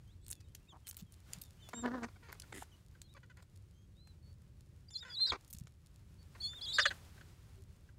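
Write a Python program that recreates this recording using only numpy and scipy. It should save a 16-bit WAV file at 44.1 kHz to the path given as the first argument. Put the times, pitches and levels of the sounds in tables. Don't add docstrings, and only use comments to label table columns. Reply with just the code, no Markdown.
import sys
import numpy as np
from scipy import signal
from scipy.fft import rfft, irfft
from scipy.io import wavfile
from scipy.ndimage import uniform_filter1d, map_coordinates

SR = 44100
rng = np.random.default_rng(int(sys.argv[2]) if len(sys.argv) > 2 else 0)


def transcribe(u):
    v = np.clip(np.atleast_2d(u).T, -1, 1)
    q = np.round(v * 32767).astype(np.int16)
    wavfile.write(sys.argv[1], SR, q)


N = 351918
TIME = np.arange(N) / SR
TOP_HZ = 15700

# start [t/s], length [t/s], body, clack, grit [level/dB]
STONES_AND_BILLS = [(0.282, 0.002, -65, -60, -49.5), (0.301, 0.017, -68, -58, -44.5),
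                    (0.324, 0.0036, -69, -59, -61), (0.402, 0.013, -74, -66.5, -77),
                    (0.549, 0.0033, -64, -48.5, -52.5), (0.868, 0.015, -65, -57, -50.5),
                    (0.886, 0.015, -70.5, -69, -48), (0.926, 0.0066, -67.5, -63, -65),
                    (0.945, 0.00072, -62, -56, -60), (0.968, 0.0027, -86, -52.5, -45.5),
                    (0.975, 0.0032, -66, -70, -56), (0.984, 0.031, -72.5, -62, -64.5),
                    (1.123, 0.00057, -75, -66, -52.5), (1.3337, 0.0025, -61, -38, -49),
                    (1.415, 0.0063, -86, -56, -46), (1.437, 0.003, -79, -57, -57),
                    (1.688, 0.0082, -56.5, -57, -62), (1.732, 0.0071, -42.5, -60, -75),
                    (1.858, 0.0058, -35.5, -59, -71), (2.028, 0.027, -46, -57.5, -89),
                    (2.326, 0.0039, -46.5, -57, -52), (2.399, 0.0034, -81, -48.5, -52.5),
                    (2.42, 0.0031, -78, -49.5, -72), (2.524, 0.0062, -46.5, -54, -79),
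                    (2.533, 0.11, -66, -60, -68), (2.564, 0.0038, -59, -69, -76),
                    (2.622, 0.0034, -49, -62, -68), (3.017, 0.0027, -64.5, -48, -56),
                    (3.424, 0.0056, -65.5, -65.5, -67.5), (4.073, 0.003, -65.5, -65, -73),
                    (4.905, 0.0048, -69, -60, -78), (5.479, 0.002, -88, -79, -59),
                    (5.502, 0.011, -93, -68, -57.5), (5.529, 0.0016, -67.5, -65, -44.5),
                    (5.531, 0.007, -78, -65, -49.5), (5.586, 0.00093, -88, -51, -52),
                    (5.599, 0.001, -81, -65, -59), (5.671, 0.0035, -60.5, -59.5, -88)]


def undb(db):
    return 10 ** (np.asarray(db) / 20)


def unit(x):
    return x / np.sqrt(np.mean(x ** 2) + 1e-20)


def curves(table, t):
    s, *columns = np.transpose(table)
    return [np.interp(t, s, c) for c in columns]


def span(start, length):
    return start + np.arange(max(int(length * SR), 16)) / SR


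def add(out, start, x):
    i = max(int(start * SR), 0)
    out[i:i + len(x)] += x[:max(N - i, 0)]


def band(x, low_hz, high_hz, order=2):
    edges_hz = [low_hz, min(high_hz, .47 * SR)]
    return signal.sosfilt(signal.butter(order, edges_hz, "band", fs=SR, output="sos"), x)


def colour(x, points):
    hz, db = np.transpose(points)
    f = np.maximum(np.fft.rfftfreq(len(x), 1 / SR), 1)
    gain = undb(np.interp(np.log(f), np.log(hz), db))
    return irfft(rfft(x) * gain, len(x))


def wander(t, rate_hz):
    u = (t - t[0]) * rate_hz
    knots = rng.standard_normal(len(t) // 8 + 4)
    return map_coordinates(knots[:int(u[-1]) + 4], [u], order=2, mode="nearest")


def pulses(hz):
    phase = 2 * np.pi * np.cumsum(hz) / SR
    k = np.arange(1, int(TOP_HZ / hz.mean()) + 1)[:, None]
    return np.cos(k * phase).sum(axis=0)


def throat(x, resonances):
    parts = [undb(db) * band(x, max(hz - width_hz / 2, 30), hz + width_hz / 2)
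             for hz, width_hz, db in resonances]
    return unit(sum(parts))


def arch(first, middle, last, progress, roundness=0.94):
    bulge = np.abs(np.sin(np.pi * progress)) ** roundness
    glide = first + (last - first) * (1 - np.cos(np.pi * progress)) / 2
    return glide + (middle - (first + last) / 2) * bulge


def grains(count, rate_hz, spread_db):
    chance, size, sign = rng.random(count), rng.exponential(size=count), rng.choice([-1, 1], count)
    return (chance < rate_hz / SR) * sign * undb(spread_db * np.minimum(size, 4))


def air(unsteady_db=0.42, flicker_db=1.34, rumble_gain_db=4.5, calm_db=-76.5):
    # f/Hz, relative level/dB
    rumble_spectrum = [(13, -55.5), (22, -21), (38, -6), (85, 1), (126, -5.5), (146, -8), (201, -15),
                       (265, -24), (288, -22), (350, -23.5), (385, -24), (431, -29.5), (600, -31),
                       (780, -74), (1320, -120)]
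    breeze_spectrum = [(250, 9), (500, 3.5), (1000, 3.5), (2000, 1), (4000, -2), (8000, -5), (15000, -11.5)]
    # time [t/s], level before rumble_gain_db [level/dB]
    lulls = [(0.0, -63), (0.49, -60.5), (0.82, -66.5), (1.49, -63), (3.4, -64), (3.87, -63), (4.53, -61.5),
             (5.09, -66), (5.82, -65), (6.22, -61.5), (6.74, -62), (7.18, -61.5), (7.62, -61.5),
             (7.98, -63)]
    # peak [t/s], rise [t/s], fall [t/s], level [level/dB]
    swells = [(1.35, 0.091, .08, -62), (1.78, 0.3, .35, -66.5), (2.52, 0.45, .25, -67),
              (5.2, .15, .25, -67.5), (6.798, .35, .47, -59.5)]
    rumble = unit(colour(rng.standard_normal(N), rumble_spectrum))
    rumble_db = rumble_gain_db + curves(lulls, TIME)[0] + unsteady_db * wander(TIME, 12)
    power = undb(calm_db) ** 2
    for peak, rise, fall, db in swells:
        away = np.maximum((peak - TIME) / rise, (TIME - peak) / fall)
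        power = power + (undb(db) * np.exp(-away)) ** 2
    hiss = unit(colour(rng.standard_normal(N), breeze_spectrum))
    breeze = hiss * np.sqrt(power) * undb(flicker_db * wander(TIME, 17))
    return rumble * undb(rumble_db) + breeze


def grit(rate_hz=70, rest_db=-83.5, stir_db=-17, lead_s=0.025, settle_s=0.056):
    power = undb(rest_db) ** 2
    for start, length, _, _, grit_db in STONES_AND_BILLS:
        before = np.maximum(start - TIME, 0) / lead_s
        after = np.maximum(TIME - start - length, 0) / settle_s
        power = power + undb(grit_db + stir_db) ** 2 * np.exp(-2 * np.minimum(before + after, 20))
    t = span(0, 0.012)
    tick = rng.standard_normal(len(t)) * np.exp(-t / 0.00097)
    ticks = signal.fftconvolve(grains(N, rate_hz, spread_db=6.0), tick)[:N]
    return unit(band(ticks, 4200, 8700, order=1)) * np.sqrt(power)


def far_chicks(waver=0.0055, flutter_db=1.5):
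    peeps = [(0.058, 0.092, 3260, 3430, 4380, -76.5, -88), (0.205, 0.12, 3780, 4170, 4150, -82, -74),
             (0.27, 0.14, 3820, 3610, 3300, -77, -87), (0.31, 0.15, 2680, 2620, 2520, -82.5, -100),
             (0.38, 0.084, 4940, 4650, 4700, -87, -99), (0.435, 0.055, 4030, 3700, 4050, -79, -87),
             (0.668, 0.034, 2460, 2630, 2770, -75.5, -91), (0.68, 0.056, 3690, 3480, 2960, -63.5, -74),
             (0.836, 0.1, 3400, 3010, 3390, -70.5, -90), (1.04, 0.13, 3440, 3120, 3200, -82, -105),
             (1.407, 0.094, 3600, 3650, 3400, -73, -82), (1.584, 0.11, 3000, 3060, 2910, -71.5, -82),
             (1.612, 0.085, 3740, 3450, 3550, -64.5, -77), (1.725, 0.12, 3580, 3725, 3590, -62.5, -53),
             (1.743, 0.067, 3200, 2940, 3320, -70, -74), (2.711, 0.052, 3390, 2900, 3170, -70.5, -79),
             (3.022, 0.072, 3750, 4200, 3550, -74.5, -100), (3.02, 0.07, 3170, 3300, 3350, -82, -100),
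             (3.082, 0.063, 3330, 3880, 3470, -71, -102), (3.723, 0.15, 3090, 3210, 3250, -82.5, -86),
             (3.938, 0.21, 3450, 4130, 3710, -73.5, -97), (4.209, 0.14, 4420, 4440, 4520, -77.5, -97),
             (6.18, 0.062, 4470, 4500, 4450, -74, -99)]
    out = np.zeros(N)
    for start, length, first, middle, last, db, octave_db in peeps:
        t = span(start, length)
        hz = arch(first, middle, last, np.linspace(0, 1, len(t)))
        phase = 2 * np.pi * np.cumsum(hz * (1 + waver * wander(t, 136))) / SR
        tone = undb(db) * np.sin(phase) + undb(octave_db) * np.sin(2 * phase)
        envelope = signal.windows.tukey(len(t), .5) * undb(flutter_db * wander(t, 50))
        add(out, start, np.sqrt(2) * tone * envelope)
    return out


def colony(count=14, until_s=2.5, centre_hz=3300, db=-84):
    out = np.zeros(N)
    for when, size, pitch in rng.random((count, 3)):
        t = span(when * until_s, 0.043 + 0.035 * size)
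        hz = centre_hz * 2 ** (.7 * (pitch - .5) + 0.061 * wander(t, 25))
        tone = np.sqrt(2) * np.sin(2 * np.pi * np.cumsum(hz) / SR)
        add(out, t[0], undb(db) * tone * signal.windows.tukey(len(t), .6))
    return out


def stones_and_bills(slip_rate_hz=2500, first_slip=8, knock_s=0.0037, ring_s=0.00023, tail_s=0.011,
                     tail_db=-29):
    # low, high [f/Hz]
    ranges = [(330, 2110), (2500, 8460), (6800, 15000)]
    out, t = np.zeros(N), span(0, .03)
    for start, length, *levels in STONES_AND_BILLS:
        slips = grains(len(span(0, length)), slip_rate_hz, spread_db=4)
        slips = slips * signal.windows.tukey(len(slips), .3)
        slips[0] += first_slip * np.exp(-length / knock_s)
        for (low_hz, high_hz), db in zip(ranges, levels):
            decay = np.exp(-t / ring_s) + undb(tail_db) * np.exp(-t / tail_s)
            ring = rng.standard_normal(len(t)) * decay
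            clack = band(signal.fftconvolve(slips, ring), low_hz, high_hz, order=3)
            add(out, start, unit(clack) * undb(db) * np.sqrt((length + 0.00032) * SR / len(clack)))
    return out


def croaks(jitter=0.0765, rasp=0.8, throat_width_hz=380, chest_hz=310, chest_width_hz=190, leak_db=-15):
    rattles = [(0.717, 0.063, 149, -62.5, 930, -4.5), (2.523, 0.078, 104.6, -54.5, 1940, 7.5)]
    out = np.zeros(N)
    for start, length, hz, db, throat_hz, chest_db in rattles:
        t = span(start, length)
        source = unit(pulses(hz * (1 + jitter * wander(t, 92.5)))) + rasp * rng.standard_normal(len(t))
        resonances = [(chest_hz, chest_width_hz, chest_db),
                      (throat_hz, throat_width_hz, 0),
                      (throat_hz, 0.66 * throat_hz, leak_db)]
        add(out, start, undb(db) * throat(source * signal.windows.tukey(len(t), .5), resonances))
    return out


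def thuds():
    knocks = [(1.029, 175, 0.0052, -43), (1.38, 163, 0.0056, -47.5), (2.625, 845, 0.001, -36.5),
              (5.326, 72, 0.0086, -42), (5.549, 107, 0.002, -40), (5.579, 70, 0.0087, -46),
              (5.617, 118, 0.0025, -36), (5.65, 115, 0.004, -45.5), (7.594, 383, 0.016, -61.5)]
    out = np.zeros(N)
    for centre, hz, spread_s, db in knocks:
        t = span(-.08, .16)
        envelope = undb(db) * np.exp(-(t / spread_s) ** 2 / 2)
        add(out, centre + t[0], envelope * -np.sin(2 * np.pi * hz * t))
    return out


def grunt(jitter=0.0195, shimmer_db=1.9, rasp=0.97, soft_hz=380, full_db=-39, flutter_db=3):
    contour = [(1.737, 235.5, -34), (1.751, 238.4, -53.5), (1.795, 227.9, -44.5), (1.815, 233, -53),
               (1.841, 241.3, -38.5), (1.877, 245.6, -38), (1.903, 231.7, -44.5), (1.943, 259.7, -39.5),
               (1.969, 255.7, -40.5), (1.981, 243, -41), (2.017, 230.7, -49.5), (2.029, 228.4, -40.5),
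               (2.047, 236, -41), (2.076, 230, -51)]
    # f/Hz, relative level/dB
    spectrum = [(120, -12), (240, 1), (500, -8.5), (740, -12), (980, -10), (1250, -13.5), (1750, -15.5),
                (2400, -38), (3700, -35), (6000, -41), (12000, -75)]
    t = span(contour[0][0], contour[-1][0] - contour[0][0])
    hz, db = curves(contour, t)
    source = unit(pulses(hz * (1 + jitter * wander(t, 249.2)))) * undb(shimmer_db * wander(t, 242.3))
    puffs = unit(signal.lfilter([1], [1, -np.exp(-1 / (0.0042 * SR))], np.maximum(source, 0) ** 2))
    hoarse = band(puffs * rng.standard_normal(len(t)), 510, 9000, order=1)
    buzz = unit(colour(source + rasp * hoarse, spectrum))
    hum = signal.sosfiltfilt(signal.butter(2, soft_hz, fs=SR, output="sos"), buzz)
    effort = np.minimum(undb(db - full_db), 1) * undb(flutter_db * wander(t, 67.8))
    voice = hum + effort * (buzz - hum)
    out = np.zeros(N)
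    add(out, t[0], voice * undb(db) * signal.windows.tukey(len(t), .05))
    return out


def squawks(jitter=0.13, rasp=1.9, shimmer_db=5, attack_s=.004, release_s=0.0054, sag=0.78, bend=0.046,
            top_hz=8500, fall=.17, fall_s=.06):
    calls = [(2.08, 0.014, 312, -69.5, 0.74, 0.16), (2.156, 0.015, 758, -74, 0.27, 0),
             (2.225, 0.11, 487, -67.5, 0.27, 0.56), (2.284, .036, 426, -62.5, 1.1, 0.32),
             (2.348, 0.0085, 428, -73.5, 0.33, 0.3), (2.43, 0.016, 480, -72, .65, 0.7),
             (2.948, 0.011, 532, -77, .42, 0.9), (3.146, 0.024, 590, -70.5, .15, 0),
             (3.163, 0.017, 540, -67.5, 0.4, 0.55), (3.229, 0.018, 494, -71, 0.27, .8),
             (3.296, 0.026, 511, -69, 0.32, .85), (3.366, 0.047, 527, -70.5, 0.7, 0.57),
             (5.023, 0.026, 474, -65, 0.46, 0.67), (5.047, 0.034, 522, -60.5, 0.3, .7),
             (5.077, 0.061, 507, -62, 0.42, 0.73), (5.189, 0.021, 528, -69.5, 0.42, 0.56),
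             (5.266, 0.053, 540, -61.5, 0.65, 0.66), (5.317, 0.02, 475, -45.5, 0.7, 0.15),
             (5.329, .038, 406.7, -51, 0.6, 0), (6.347, 0.02, 522, -67, 0.73, 0.5),
             (6.529, 0.014, 555, -68.5, 0.61, 0.79), (6.7825, .012, 577, -36, 0.4, 1),
             (6.791, .012, 589, -37.5, 0.32, 0.89), (6.808, 0.018, 618, -56.5, 0.45, 1),
             (6.8528, 0.014, 587, -35.5, 0.25, 0.9), (6.903, 0.02, 375.5, -49.5, 0.49, 0.8),
             (7.176, 0.011, 516, -73.5, 0.8, 0.7), (7.209, 0.0086, 602, -68, 0.5, 0.8),
             (7.887, .007, 532, -77.5, .77, 1)]
    # centre [f/Hz], width [f/Hz], gain [level/dB]
    open_beak = [(527, 93, -10.5), (1090, 220, -13.5), (1535, 373, 5.5), (1813, 360, -1.5),
                 (2330, 530, -11.5), (2845, 330, -7.5), (3730, 400, -11.5), (4600, 1100, -13.5),
                 (5930, 1800, -18)]
    shut_beak = [(463.4, 333, 0.5), (956, 430, -3), (1220, 560, 4), (1950, 640, -1.5), (3150, 930, -13),
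                 (4400, 880, -11), (6200, 650, -18)]
    out = np.zeros(N)
    for start, length, pitch_hz, db, rough, opening in calls:
        t = span(0, length + 0.027)
        progress = np.minimum(t / length, 1)
        hz = pitch_hz * (1 - fall * (1 - np.exp(-t / fall_s)))
        hz = hz * (1 + bend * (np.sin(np.pi * progress) - .5))
        hz = hz * (1 + jitter * rough * wander(t, 500))
        source = unit(pulses(hz)) * undb(shimmer_db * rough * wander(t, 400))
        source = source + rasp * rough * rng.standard_normal(len(t))
        attack = np.sin(np.pi / 2 * np.minimum(t / attack_s, 1)) ** 2
        pressure = attack * np.exp(-sag * progress - np.maximum(t - 0.81 * length, 0) / release_s)
        source = band(source * pressure, 110, top_hz)
        opening = np.clip(opening, 0, 1)
        voice = unit(opening * throat(source, open_beak) + (1 - opening) * throat(source, shut_beak))
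        add(out, start, voice * undb(db) * np.sqrt(len(t) / (length * SR)))
    return out


def phrase(table, t, attack_s, release_s, swell_db):
    total, pitch, gain, quality = 1e-9, 0.0034, 0, 0
    for start, length, first, middle, last, db, tone in table:
        progress = np.clip((t - start) / length, 0, 1)
        on = np.clip((t - start) / attack_s + .5, 0, 1)
        on = on * np.clip((start + length - t) / release_s + .5, 0, 1)
        total = total + on
        pitch = pitch + on * arch(first, middle, last, progress, roundness=1.1)
        gain = gain + on * undb(db + swell_db * (np.sin(np.pi * progress) - 1))
        quality = quality + on * tone
    sounding = total > 1e-6
    hz = np.interp(t, t[sounding], (pitch / total)[sounding])
    return hz, gain, quality / total


def whistle(t, hz, gain, overtone_db, rasp, waver=0.0038, rasp_jitter=0.034, rasp_flutter=1.0, rasp_hz=560,
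            sidebands=1.3, third_db=-14, glide_s=0.0049, beak_hz=8600, pass_hz=4280, fall_db_per_oct=44.5):
    hz = uniform_filter1d(hz, int(glide_s * SR) + 1, mode="nearest")
    octaves_above = np.maximum(np.log2(hz / pass_hz), 0)
    gain = gain * undb(-fall_db_per_oct * (1 - rasp) * octaves_above)
    hz = hz * (1 + waver * wander(t, 330) + rasp_jitter * rasp ** 2 * wander(t, 1500))
    phase = 2 * np.pi * np.cumsum(hz) / SR
    overtone = undb(overtone_db) / np.sqrt(1 + (2 * hz / beak_hz) ** 16)
    tone = np.sin(phase) + overtone * (np.sin(2 * phase) + undb(third_db) * np.sin(3 * phase))
    chop = np.sin(2 * np.pi * np.cumsum(rasp_hz * (1 + 0.079 * wander(t, 200))) / SR)
    roughness = 1 + rasp ** 2 * (rasp_flutter * wander(t, 900) + sidebands * chop)
    return np.sqrt(2) * tone * gain * roughness


def near_chick(first_overtone_db=-29, second_overtone_db=-18, low_rasp=0.047):
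    # start [t/s], length [t/s], start, middle, end pitch [f/Hz], level before beak fall [level/dB],
    # then rasp [0-1] (swoops) or octave re fundamental before beak loss [level/dB] (undertones)
    swoops = [(4.884, 0.013, 4750, 4800, 5200, -51.5, .1), (4.932, .022, 5450, 4700, 4250, -48.5, 0.4),
              (4.954, .019, 4180, 4110, 4300, -38, 0.2), (4.975, .029, 4700, 4980, 4860, -49.5, 0.63),
              (5.056, .036, 5000, 5350, 5200, -56, 0), (5.096, .02, 5020, 4930, 4740, -44.5, 0),
              (5.116, 0.049, 4700, 4740, 3810, -43, 0), (5.166, 0.043, 3770, 4000, 4040, -39, 0.13),
              (5.206, .046, 4080, 4185, 4030, -29.5, .1), (5.252, .013, 4050, 4100, 4340, -30, .1),
              (5.265, 0.031, 4600, 4880, 4450, -42, 0.77), (5.296, .015, 4234, 4100, 3560, -33.5, 0.5),
              (6.404, .026, 4180, 4460, 4550, -43, 0.24), (6.43, .048, 4510, 4290, 4450, -37.5, 0.14),
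              (6.478, .024, 4420, 4670, 4740, -45, 0), (6.611, 0.057, 3750, 5000, 3193, -43, 0.3),
              (6.667, 0.059, 3200, 3970, 3477, -42.5, 0.26), (6.722, .063, 3460, 4850, 3520, -40, .72),
              (6.785, 0.055, 3530, 5120, 3370, -37, 0.8), (6.852, .043, 3415, 4300, 3710, -41, .65)]
    undertones = [(4.905, 0.039, 3553, 3550, 3530, -64, 1.5), (4.945, 0.052, 3470, 3430, 3580, -56.5, -7),
                  (5.005, 0.037, 3690, 3734, 3450, -50.5, -17), (5.048, 0.061, 3340, 3670, 3440, -71, -4),
                  (5.1, 0.079, 3420, 3420, 3600, -54, -23), (5.2, 0.064, 3590, 3660, 3680, -46.5, -26),
                  (5.26, 0.061, 3765, 3805, 3200, -41, -20.5), (6.42, 0.12, 3380, 3472, 3567, -49, -13),
                  (6.542, 0.058, 3460, 3660, 3232, -51.5, -24),
                  (6.615, 0.042, 3300, 3460, 3315, -45.5, -28),
                  (6.668, 0.048, 3280, 3380, 3475, -46.5, -15), (6.738, 0.032, 3600, 3785, 3560, -38.5, -9),
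                  (6.8, 0.056, 3484, 3650, 3336, -38, -20), (6.856, .037, 3330, 3390, 3270, -46, -23)]
    t = span(4.8, 2.2)
    hz, gain, rasp = phrase(swoops, t, attack_s=.006, release_s=.006, swell_db=5.0)
    second_burst = t > 6
    high = whistle(t, hz, gain, np.where(second_burst, second_overtone_db, first_overtone_db), rasp)
    hz, gain, overtone_db = phrase(undertones, t, attack_s=0.007, release_s=0.012, swell_db=4.5)
    low = whistle(t, hz, gain, overtone_db, low_rasp)
    out = np.zeros(N)
    add(out, t[0], high + low)
    return out


def rocks(x, t60_s=0.16, scatter_db=-27):
    t = span(0, .4)
    tail = band(rng.standard_normal(len(t)), 360, 7000, order=1) * np.exp(-np.log(1000) * t / t60_s)
    return x + undb(scatter_db) * signal.fftconvolve(x, tail / np.linalg.norm(tail))[:N]


def scene():
    birds = near_chick() + far_chicks() + colony() + squawks() + grunt() + croaks()
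    return (rocks(birds + stones_and_bills() + grit()) + thuds() + air())[None]


def record(dry):
    return signal.sosfilt(signal.ellip(10, .2, 80, TOP_HZ, fs=SR, output="sos"), dry)


dry = scene()
out = record(dry)
transcribe(out)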